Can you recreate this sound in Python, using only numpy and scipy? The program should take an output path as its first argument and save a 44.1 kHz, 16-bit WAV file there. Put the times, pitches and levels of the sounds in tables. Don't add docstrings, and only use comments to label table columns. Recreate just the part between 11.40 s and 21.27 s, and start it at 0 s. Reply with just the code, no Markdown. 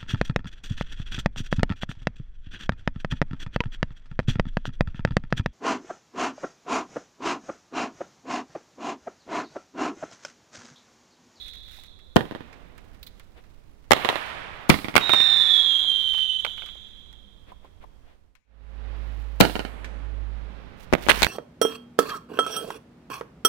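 import sys
import numpy as np
from scipy import signal
from scipy.fft import rfft, irfft, next_fast_len
from scipy.io import wavfile
from scipy.ndimage import map_coordinates

SR = 44100
rng = np.random.default_rng(int(sys.argv[2]) if len(sys.argv) > 2 else 0)


def master_out(mix):
    frames = np.transpose(np.atleast_2d(mix))
    ceiling = np.clip(frames, -1, 1)
    pcm = np.round(ceiling * 32767).astype(np.int16)
    wavfile.write(sys.argv[1], SR, pcm)


N = 435266


def amp(db):
    return 10 ** (np.asarray(db) / 20)


def unit(x):
    return x / np.sqrt(np.mean(x ** 2) + 1e-20)


def along(points, hz):
    f, v = np.transpose(points)
    return np.interp(np.log(hz + 1), np.log(f + 1), v)


def wobble(rate, count=N):
    knots = rng.standard_normal(int(count * rate / SR) + 4)
    return map_coordinates(knots, [np.arange(count) * rate / SR])


def filtered(x, response):
    n = x.shape[-1]
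    m = next_fast_len(n + SR // 5)
    return irfft(rfft(x, m) * response(np.fft.rfftfreq(m, 1 / SR)), m)[..., :n]


def coloured(x, points, size=2048):
    cepstrum = irfft(np.log(amp(along(points, np.fft.rfftfreq(size, 1 / SR)))))
    cepstrum[1:size // 2] *= 2
    cepstrum[size // 2 + 1:] = 0
    impulse = irfft(np.exp(rfft(cepstrum)))
    return signal.oaconvolve(x, impulse)[:len(x)]


def noise(points):
    size = next_fast_len(N, real=True)
    hz = np.fft.rfftfreq(size, 1 / SR)
    spectrum = amp(along(points, hz)) * np.exp(2j * np.pi * rng.random(len(hz)))
    return unit(irfft(spectrum, size)[:N])


def puff(t60, count=8192):
    return rng.standard_normal(count) * amp(-60 * np.arange(count) / SR / t60)


def panned(lr_db):
    return amp([[lr_db / 2], [-lr_db / 2]])


def add(track, s, x):
    part = track[max(round(s * SR), 0):][:len(x)]
    part += x[:len(part)]


def swells(rows):
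    t = np.arange(N) / SR
    return sum(amp(db) * np.exp(-np.minimum(((t - s) / half) ** 2, 20)) for s, db, half in rows)


def ramp(t, s, length):
    return np.clip((t - s) / length + .5, 0, 1)


def strewn(span, typical, spread_db, count):
    (start, end), (db, *rest) = span, typical
    return [(start + when * (end - start), db + spread_db * (2 * size - 1), *rest)
            for when, size in rng.random((count, 2))]


# pitch_hz, t60_s
FIELD_DECAY = [(100, 6), (500, 3), (1500, 2.5), (3500, 2), (7000, 2), (14000, 0.53)]
# pitch_hz, level_db
FIELD_COLOUR = [(50, -10.5), (300, -18.5), (1200, -4.5), (2300, 0), (4000, -0.5), (6000, 3.5),
                (15000, -0.5)]


def field(build, stretch=1):
    hz, t, z = signal.stft(rng.standard_normal((2, 2 * SR)), SR, nperseg=256)
    t60 = stretch * along(FIELD_DECAY, hz)[:, None]
    decay = amp(along(FIELD_COLOUR, hz)[:, None] - 60 * t / t60)
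    tail = signal.istft(z * decay * (1 - np.exp(-t / build)), SR, nperseg=256)[1]
    return tail / np.linalg.norm(tail[0])


# pitch_hz, level_db
AIR_LEFT = [(15, -2.5), (50, -0.5), (110, -8.5), (200, -3), (300, -4.5), (500, -7.5), (1000, -17),
            (2000, -26.5), (4000, -28.5), (8000, -34), (15000, -38.5)]
AIR_RIGHT = [(15, 4), (50, 2.5), (85, -3.5), (130, -14), (220, -19), (350, -23), (1000, -27.5),
             (3500, -38.5), (6000, -43.5), (15000, -55)]
# (centre_s, level_db, half_length_s)
FAR_HUM, FAR_HUM_SWELL = [(150, -60.5), (188, -12), (201, 3), (215, -11), (260, -65)], [(5.7, -68, .9)]
# pitch_hz, level_db
DRONE_LINES = [(53.5, -0.5), (104, -23)]
# centre_s, level_db, half_length_s
DRONE_SWELLS = [(7.74, -34.5, 0.6), (8.83, -33.5, 0.3), (9.86, -35.5, 0.21)]
# pitch_hz, level_db
HUM = [(102.3, -56.5), (242.2, -67), (425.3, -63.5), (538.3, -60), (829.0, -65.5)]
# pitch_hz, level_db
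FUSE = [(100, 0), (200, -2.5), (350, -10), (540, -10), (800, -12.5), (1600, -14.5), (2600, -19.5),
        (3800, -24.5), (5500, -36), (8000, -55.5), (15000, -63.5)]
FUSE_GROWS_DB_PER_S = 0.28
SILENT_S, FADE_OUT_S, FADE_IN_S = 7.05, 0.47, 0.41


def background(left_db, right_db, drone_db, fuse_db, hum_db):
    since = np.arange(N) / SR - SILENT_S
    right_level = right_db + 0.72 * wobble(7.9)
    air = np.array([amp(left_db) * noise(AIR_LEFT), amp(right_level) * noise(AIR_RIGHT)])
    air += swells(FAR_HUM_SWELL) * noise(FAR_HUM) * panned(-6.5)
    clock = np.cumsum(1 + 0.0076 * wobble(1.1)) / SR

    def lines(rows):
        return sum(amp(db) * np.sin(2 * np.pi * hz * clock) for hz, db in rows)

    drone = unit(lines(DRONE_LINES)) * amp(drone_db) * swells(DRONE_SWELLS)
    drone = (drone + amp(hum_db) * lines(HUM)) * amp([[-26], [0]])
    fuse_level = fuse_db + FUSE_GROWS_DB_PER_S * since + 2.4 * wobble(4)
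    fuse = np.array([noise(FUSE), noise(FUSE)]) * amp(fuse_level) * panned(-10.5)
    return air + (fuse + drone) * (since > 0)


def fade():
    t = np.arange(N) / SR - SILENT_S
    return np.clip(np.maximum(-t / FADE_OUT_S, t / FADE_IN_S), .03, 1)


# pitch_hz, level_db
OLD_WHISTLE = [(1650, -44), (2800, -30), (3000, -26.5), (3160, -23.5), (3250, -7), (3350, 7), (3870, 5),
               (4150, 2), (4420, -24), (4800, -20.5), (6240, -54.5), (10600, -120)]


def old_whistle(db, t60, lr_db):
    decay = amp(db - 60 * np.arange(N) / SR / t60)
    return np.array([noise(OLD_WHISTLE), noise(OLD_WHISTLE)]) * decay * panned(lr_db)


# centre_s, level_db, half_length_s
FLURRIES = [(.08, -59, 0.11), (.35, -59.5, 0.095), (1.6, -75.5, 0.99), (2.75, -55, 0.15), (4.3, -55, 0.77),
            (7.8, -72.5, .35), (9.42, -57.5, 0.029), (9.8, -40, .15)]
# start_s, level_db, body_db, left_minus_right_db
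SPARKS = [(0.436, -35.5, -24, -1), (1.1278, -59.5, 2.5, -19), (1.3794, -44.5, -13, -16),
          (1.797, -38.5, -16.5, -7), (4.7367, -51.5, 0.5, -20), (4.7793, -33, -12, -13),
          (5.2607, -38, -12, -9), (5.7281, -48, -16, -13), (6.9525, -53.5, -11, 17),
          (8.4449, -59, 18, -3.5)]
# pitch_hz, level_db
SNAP = [(800, -21.5), (2000, -2), (4000, 3), (6000, -7), (10000, -5), (15000, -6)]
# from and to in s; typical level_db, body_db, left_minus_right_db
EMBER_SPAN, EMBER = (0, 4.1), (-57, -10, -16)


def sparks(snap_db, body_db, snap_t60, trail_db, grain_t60, grain_spread_db):
    out = np.zeros((2, N))
    snaps = SPARKS + strewn(EMBER_SPAN, EMBER, spread_db=3.5, count=12)
    trail = amp(trail_db) * swells(FLURRIES)
    decay = amp(-60 * np.arange(SR // 20) / SR / grain_t60)
    for mic in range(2):
        for s, db, rel_db, lr_db in snaps:
            snap = amp(snap_db) * coloured(puff(snap_t60), SNAP)
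            body = coloured(puff(0.084), [(300, -23), (1000, 0.0), (2000, 4.0), (5000, -8.5), (15000, -31)])
            add(out[mic], s, amp(db) * panned(lr_db)[mic] * (snap + amp(body_db + rel_db) * body))
        size_db = grain_spread_db * np.minimum(rng.exponential(size=3000), 4)
        power = np.bincount(rng.integers(N, size=3000), amp(size_db) ** 2, N)
        envelope = np.sqrt(np.abs(signal.oaconvolve(power, decay ** 2)[:N]))
        grains = envelope * rng.standard_normal(N)
        crackle = unit(coloured(grains, [(500, -16.5), (2000, 6), (4000, 1.0), (8000, -8), (15000, -7.5)]))
        out[mic] += crackle * trail * panned(-18.5)[mic]
    return out


# start_s, level_db, left_minus_right_db
POPS = [(0.383, -44, -2.5), (4.743, -36.5, -14), (5.068, -32, -9), (5.233, -39.5, -3), (5.352, -44, -12),
        (6.118, -34.5, -5.5), (6.245, -38.5, -11.5), (6.438, -35, 3)]
# pitch_hz, level_db
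POP = [(80, -36.5), (200, -8.5), (600, 4), (1050, 5.5), (1700, -31), (4000, -29.5), (12000, -34)]
# two ends of its span in s; typical level_db, left_minus_right_db
VOLLEY_SPAN, VOLLEY_POP = (5.1, 3.8), (-43, 2)


def pops(level_db, t60, rise):
    out = np.zeros((2, N))
    for s, db, lr_db in POPS + strewn(VOLLEY_SPAN, VOLLEY_POP, spread_db=7, count=4):
        for mic in range(2):
            report = coloured(puff(t60), POP)
            report *= 1 - np.exp(-np.arange(len(report)) / SR / rise)
            add(out[mic], s, amp(db + level_db) * panned(lr_db)[mic] * report)
    return out


def echoes(walls, scatter_db):
    paths = []
    for left_s, left_db, right_s, right_db in walls:
        paths += [(0, left_s, left_db, scatter_db), (1, right_s, right_db, scatter_db)]
    return paths


# pitch_hz, level_db
BOOM = [(30, -3), (90, -5.5), (200, -2), (400, -3.5), (900, -29.5), (4000, -58.5)]
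# pitch_hz, width_hz, level_db
HOUSING = (2226, 470, 2.7)


def pressure_front(t, width_ms, swing_db, lowcut_hz, boom_db):
    u = t * 1000 / width_ms
    front = -1.33 * (1 - np.exp(-u / 0.29)) * (1 - u) * np.exp(-u * u / 3.65)
    front -= amp(swing_db) * np.sin(2 * np.pi * u / 4.2) * np.exp(-u / 6)
    front = signal.lfilter(*signal.butter(1, lowcut_hz, "high", fs=SR), front)
    return front + amp(boom_db) * coloured((t == 0) * 1., BOOM)


def near_air(paths, scatter_t60, scatter_hz, near_db, near_t60):
    air = np.zeros((2, SR // 2))
    for mic, delay, path_db, scatter_db in paths:
        smear = puff(scatter_t60 + 0.34 * delay)
        norm = np.linalg.norm(smear)
        smear = signal.lfilter(*signal.butter(1, scatter_hz, "high", fs=SR), smear) * amp(scatter_db) / norm
        smear[0] += 1
        add(air[round(mic)], delay, amp(path_db) * smear)
    ring_hz, width_hz, ring_db = HOUSING
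    air[1] = filtered(air[1], lambda f: 1 + amp(ring_db) * 1j * f * width_hz
                      / (ring_hz ** 2 - f * f + 1j * f * width_hz))
    for mic in range(2):
        near = puff(near_t60)
        add(air[mic], 0, amp(near_db) * near / np.linalg.norm(near))
    return air


def bangs(shots, paths, rush_t60, scatter_t60, near_db, near_t60, field_db, right_field_db,
          lead_db, boom_db, edge_db, lowcut_hz, swing_db, scatter_hz):
    out, t = np.zeros((2, N)), np.arange(SR // 20) / SR
    kick = (t == 0) * 1.
    rush_colour = [(100, 4.0), (500, 12.5), (1500, 14.0), (4000, 1.5), (15000, -25.0)]
    for s, db, width_ms, rush_db, lag_ms in shots:
        front = pressure_front(t, width_ms, swing_db, lowcut_hz, boom_db)
        pulse = front + amp(rush_db) * coloured(puff(rush_t60, count=len(t)), rush_colour)
        source = front - amp(rush_db + edge_db) * kick
        roar = signal.fftconvolve(source[None], field(build=0.14), axes=1)
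        roar *= amp([[field_db], [right_field_db]])
        air = near_air(paths, scatter_t60, scatter_hz, near_db, near_t60)
        for mic in range(2):
            arrival = s + mic * lag_ms / 1000
            add(out[mic], arrival, amp(db) * signal.fftconvolve(pulse, air[mic]))
            add(out[mic], arrival, amp(db) * roar[mic])
            lead = puff(0.0082, count=320)[::-1]
            add(out[mic], arrival - len(lead) / SR, amp(db + rush_db + lead_db) * lead)
    return out


# start_s, level_db, width_ms, gas_rush_db
LAUNCHES = [(0.7598, 9.5, 0.76, -26), (3.2939, 13.5, 0.79, -13.5), (8.0032, 14.5, 0.75, -13.5)]
# microphone (0 left, 1 right), delay_s, level_db, scatter_db
GROUND_NEAR = [(0, 0.0013, -2.5, -21), (1, 0.00044, -3, -10.5), (1, 0.0017, -4, -8)]
# left_delay_s, left_db, right_delay_s, right_db
GROUND_WALLS = [(.029, -28, .043, -20), (.105, -40, .089, -32.5), (.161, -27, .146, -26.5),
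                (.2, -29.5, .185, -26.5), (.248, -38.5, .242, -32)]
TUBE_LAG_MS = 5.35


def launches():
    return bangs([(*shot, TUBE_LAG_MS) for shot in LAUNCHES],
                 GROUND_NEAR + echoes(GROUND_WALLS, scatter_db=-1.5),
                 rush_t60=0.011, scatter_t60=0.036, near_db=-10.0, near_t60=0.22,
                 field_db=-25.0, right_field_db=-21, lead_db=-14.0, boom_db=3, edge_db=2.5,
                 lowcut_hz=210, swing_db=-15, scatter_hz=400)


# pitch_hz, level_db
SPRAY = [(500, -7.5), (2000, -3.5), (4000, 4.5), (6500, -10), (10500, -6.5), (15000, -9.5)]


def spray(level_db, t60):
    out = np.zeros((2, N))
    for s, db, width_ms, rush_db in LAUNCHES:
        for mic in range(2):
            hiss = coloured(puff(t60, count=SR), SPRAY)
            add(out[mic], s, amp(db + rush_db + level_db) * hiss)
    return out * panned(-12.5)


# start_s, level_db
SQUEAKS = [(1.629, -32.5), (1.6652, -37.5), (1.67, -33.5)]
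# pitch_hz, level_db
SQUEAK = [(1000, -25), (2500, -13), (3300, -9.5), (3900, 0), (4600, -10), (5500, -18.5), (9000, -25.5),
          (15000, -11.5)]


def squeaks(level_db, t60):
    out = np.zeros((2, N))
    for s, db in SQUEAKS:
        for mic in range(2):
            add(out[mic], s, amp(db + level_db) * coloured(puff(t60), SQUEAK))
    return out * panned(-11)


# centre_s, level_db, half_length_s
RUSTLES = [(1.983, -53.5, 0.023), (6.098, -54.5, 0.028), (6.255, -59, .025), (6.43, -55, 0.0192),
           (6.697, -62, 0.058)]
# pitch_hz, level_db
RUSTLE = [(100, -7.5), (500, 5), (1000, -2.5), (1700, -3.5), (3500, -8), (6000, -28), (15000, -32)]


def rustles(level_db):
    return amp(level_db) * swells(RUSTLES) * np.array([noise(RUSTLE), noise(RUSTLE)])


# start_s, level_db, width_ms, gas_rush_db, right_lag_ms
BURSTS = [(2.5085, 13.5, 0.3, -13, 8.64), (3.5546, 12.5, 0.22, -19, 8.96), (5.0478, -18, .12, -4, 1.18),
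          (9.5265, 3, 0.58, -64, 8.8), (9.6858, 7, 0.25, -9.5, 9.2), (9.6918, 3, 0.2, -9, 9.2),
          (9.8204, 8, 0.11, -16.5, 9.6)]
# microphone (0 left, 1 right), delay_s, level_db, scatter_db
SKY_NEAR = [(0, 0.00076, 0.5, -24), (1, 0, 1, -6.5), (1, .0035, -2, -6), (1, .0161, -6, -10.5)]
# left_delay_s, left_db, right_delay_s, right_db
SKY_WALLS = [(.01, -30.5, .048, -27), (.148, -19.5, .131, -17), (.191, -17.5, .172, -14),
             (.22, -25, .24, -22.5)]


def bursts():
    return bangs(BURSTS, SKY_NEAR + echoes(SKY_WALLS, scatter_db=-1),
                 rush_t60=0.0053, scatter_t60=0.022, near_db=-14, near_t60=0.46,
                 field_db=-15.0, right_field_db=-11.0, lead_db=-35.5, boom_db=10.5, edge_db=5.0,
                 lowcut_hz=190, swing_db=-33, scatter_hz=205.8)


LIGHT_S, CATCH_S, BURNOUT_S, GASP_S = 3.615, 3.7, 4.978, 5.0
LIT_DB, CAUGHT_DB, GASP_DB = -24, -16, -23.5
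SAG_DB_PER_S, FLAME_EDGE_S, GASP_HALF_S = 7, .02, 0.0095


def burn(t):
    lit = amp(LIT_DB) * ramp(t, LIGHT_S, FLAME_EDGE_S)
    caught = amp(CAUGHT_DB - SAG_DB_PER_S * (t - CATCH_S)) * ramp(t, CATCH_S, FLAME_EDGE_S)
    gasp = amp(GASP_DB) * np.exp(-((t - GASP_S) / GASP_HALF_S) ** 2)
    return np.maximum(lit, caught) * (1 - ramp(t, BURNOUT_S, FLAME_EDGE_S)) + gasp


# time_s, pitch_hz
WHISTLE = [(3.61, 3810), (3.706, 3716), (3.802, 3650), (3.9, 3620), (4.264, 3293), (4.398, 3230),
           (4.6, 3115), (4.752, 3075), (5.0, 3053)]
# pitch_multiple, level_db
OVERTONES = [(1, 0.5), (2, -34), (3, -36.5)]
# pitch_multiple, level_db
HALVES = [(.5, -18), (1.5, -28.5), (2.5, -40)]
UNEVEN_HOLD_S, UNEVEN_RELEASE_S = .3, .25
# pitch_ratio, level_db
DOPPLER = [(1.025, -8.5), (1.06, -8.5), (1.11, -10.5), (1.18, -17)]
# delay_s, level_db
WHISTLE_WALLS = [(.2, -8), (.29, -6.5)]
WALLS_FADE_DB_PER_S = 10


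def whistle(level_db, wet_db, lr_db, wet_lr_db, waver, flutter_db, halves_db, far_db, far_s, blur_db):
    t = np.arange(LIGHT_S - FLAME_EDGE_S, GASP_S + 2 * GASP_HALF_S, 1 / SR)

    def drift(rate):
        return wobble(rate, count=len(t))

    pitch = np.interp(t, *np.transpose(WHISTLE))
    phase = 2 * np.pi * np.cumsum(pitch * (1 + waver * drift(45) + 0.0077 * drift(500))) / SR
    strength = burn(t) * amp(level_db + flutter_db * drift(30))
    tone = sum(amp(level) * np.sin(k * phase) for k, level in OVERTONES)
    uneven = ramp(t, CATCH_S + FLAME_EDGE_S, 2 * FLAME_EDGE_S)
    uneven *= 1 - ramp(t, CATCH_S + UNEVEN_HOLD_S, UNEVEN_RELEASE_S)
    tone += uneven * amp(halves_db) * sum(amp(level) * np.sin(k * phase) for k, level in HALVES)
    tone *= 1 + 0.3 * drift(260)
    speed = .7 + .69 * (t - CATCH_S)
    turns = [(db, 2 * np.pi * np.cumsum(pitch * ratio ** speed + 50 * drift(90)) / SR)
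             for ratio, db in DOPPLER]
    shifted = sum(amp(db) * np.sin(turn) for db, turn in turns)
    shifted += sum(amp(db + level + blur_db) * np.sin(k * turn)
                   for db, turn in turns for k, level in OVERTONES[1:])
    trees, far = field(build=0.06, stretch=1.0), field(build=0.5, stretch=0.42)
    direct = strength * tone
    leaving_db = WALLS_FADE_DB_PER_S * (t - CATCH_S)
    out = np.zeros((2, N))
    for mic in range(2):
        add(trees[mic], far_s, amp(far_db) * far[mic])
        echo = signal.fftconvolve(strength * shifted, trees[mic])
        add(out[mic], t[0], direct * panned(lr_db)[mic])
        for delay, db in WHISTLE_WALLS:
            add(out[mic], t[0] + delay, amp(db - leaving_db) * direct * panned(lr_db)[mic])
        add(out[mic], t[0], amp(wet_db) * echo * panned(wet_lr_db)[mic])
    return out


# pitch_hz, level_db
RIGHT_COLOUR = [(30, 7.5), (150, 6.5), (270, 1.5), (500, 2.5), (1100, 2.5), (3500, 11), (6000, -0.5),
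                (15000, 10.5)]


def scene():
    left, right = launches() + bursts()
    small = sparks(snap_db=-4.5, body_db=12, snap_t60=0.018, trail_db=-0.5, grain_t60=0.037,
                   grain_spread_db=2.5)
    small += pops(level_db=10.0, t60=0.034, rise=0.0031)
    small += squeaks(level_db=5.5, t60=.05) + rustles(level_db=1.5)
    answer = signal.fftconvolve(small, field(build=.03, stretch=0.34), axes=1)[:, :N]
    small = small + amp(-16.5) * answer
    whistles = whistle(level_db=-3.5, wet_db=-6.5, lr_db=-16.0, wet_lr_db=-14.5, waver=0.0036,
                       flutter_db=2.5, halves_db=-0.5, far_db=-21.5, far_s=0.6, blur_db=3)
    whistles += old_whistle(db=-44.5, t60=2.2, lr_db=-13.0)
    steady = whistles + background(left_db=-61.0, right_db=-46.5, drone_db=6.5, fuse_db=-51, hum_db=3)
    loud = np.array([left, coloured(right, RIGHT_COLOUR)])
    return loud + spray(level_db=-31.0, t60=.6) + small + steady * fade()


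TOP_HZ = 15900


def record(dry):
    clipped = np.clip(dry, -.93, .93)
    return filtered(clipped, lambda hz: 1 / (1 + (hz / TOP_HZ) ** 100))


dry = scene()
out = record(dry)
master_out(out)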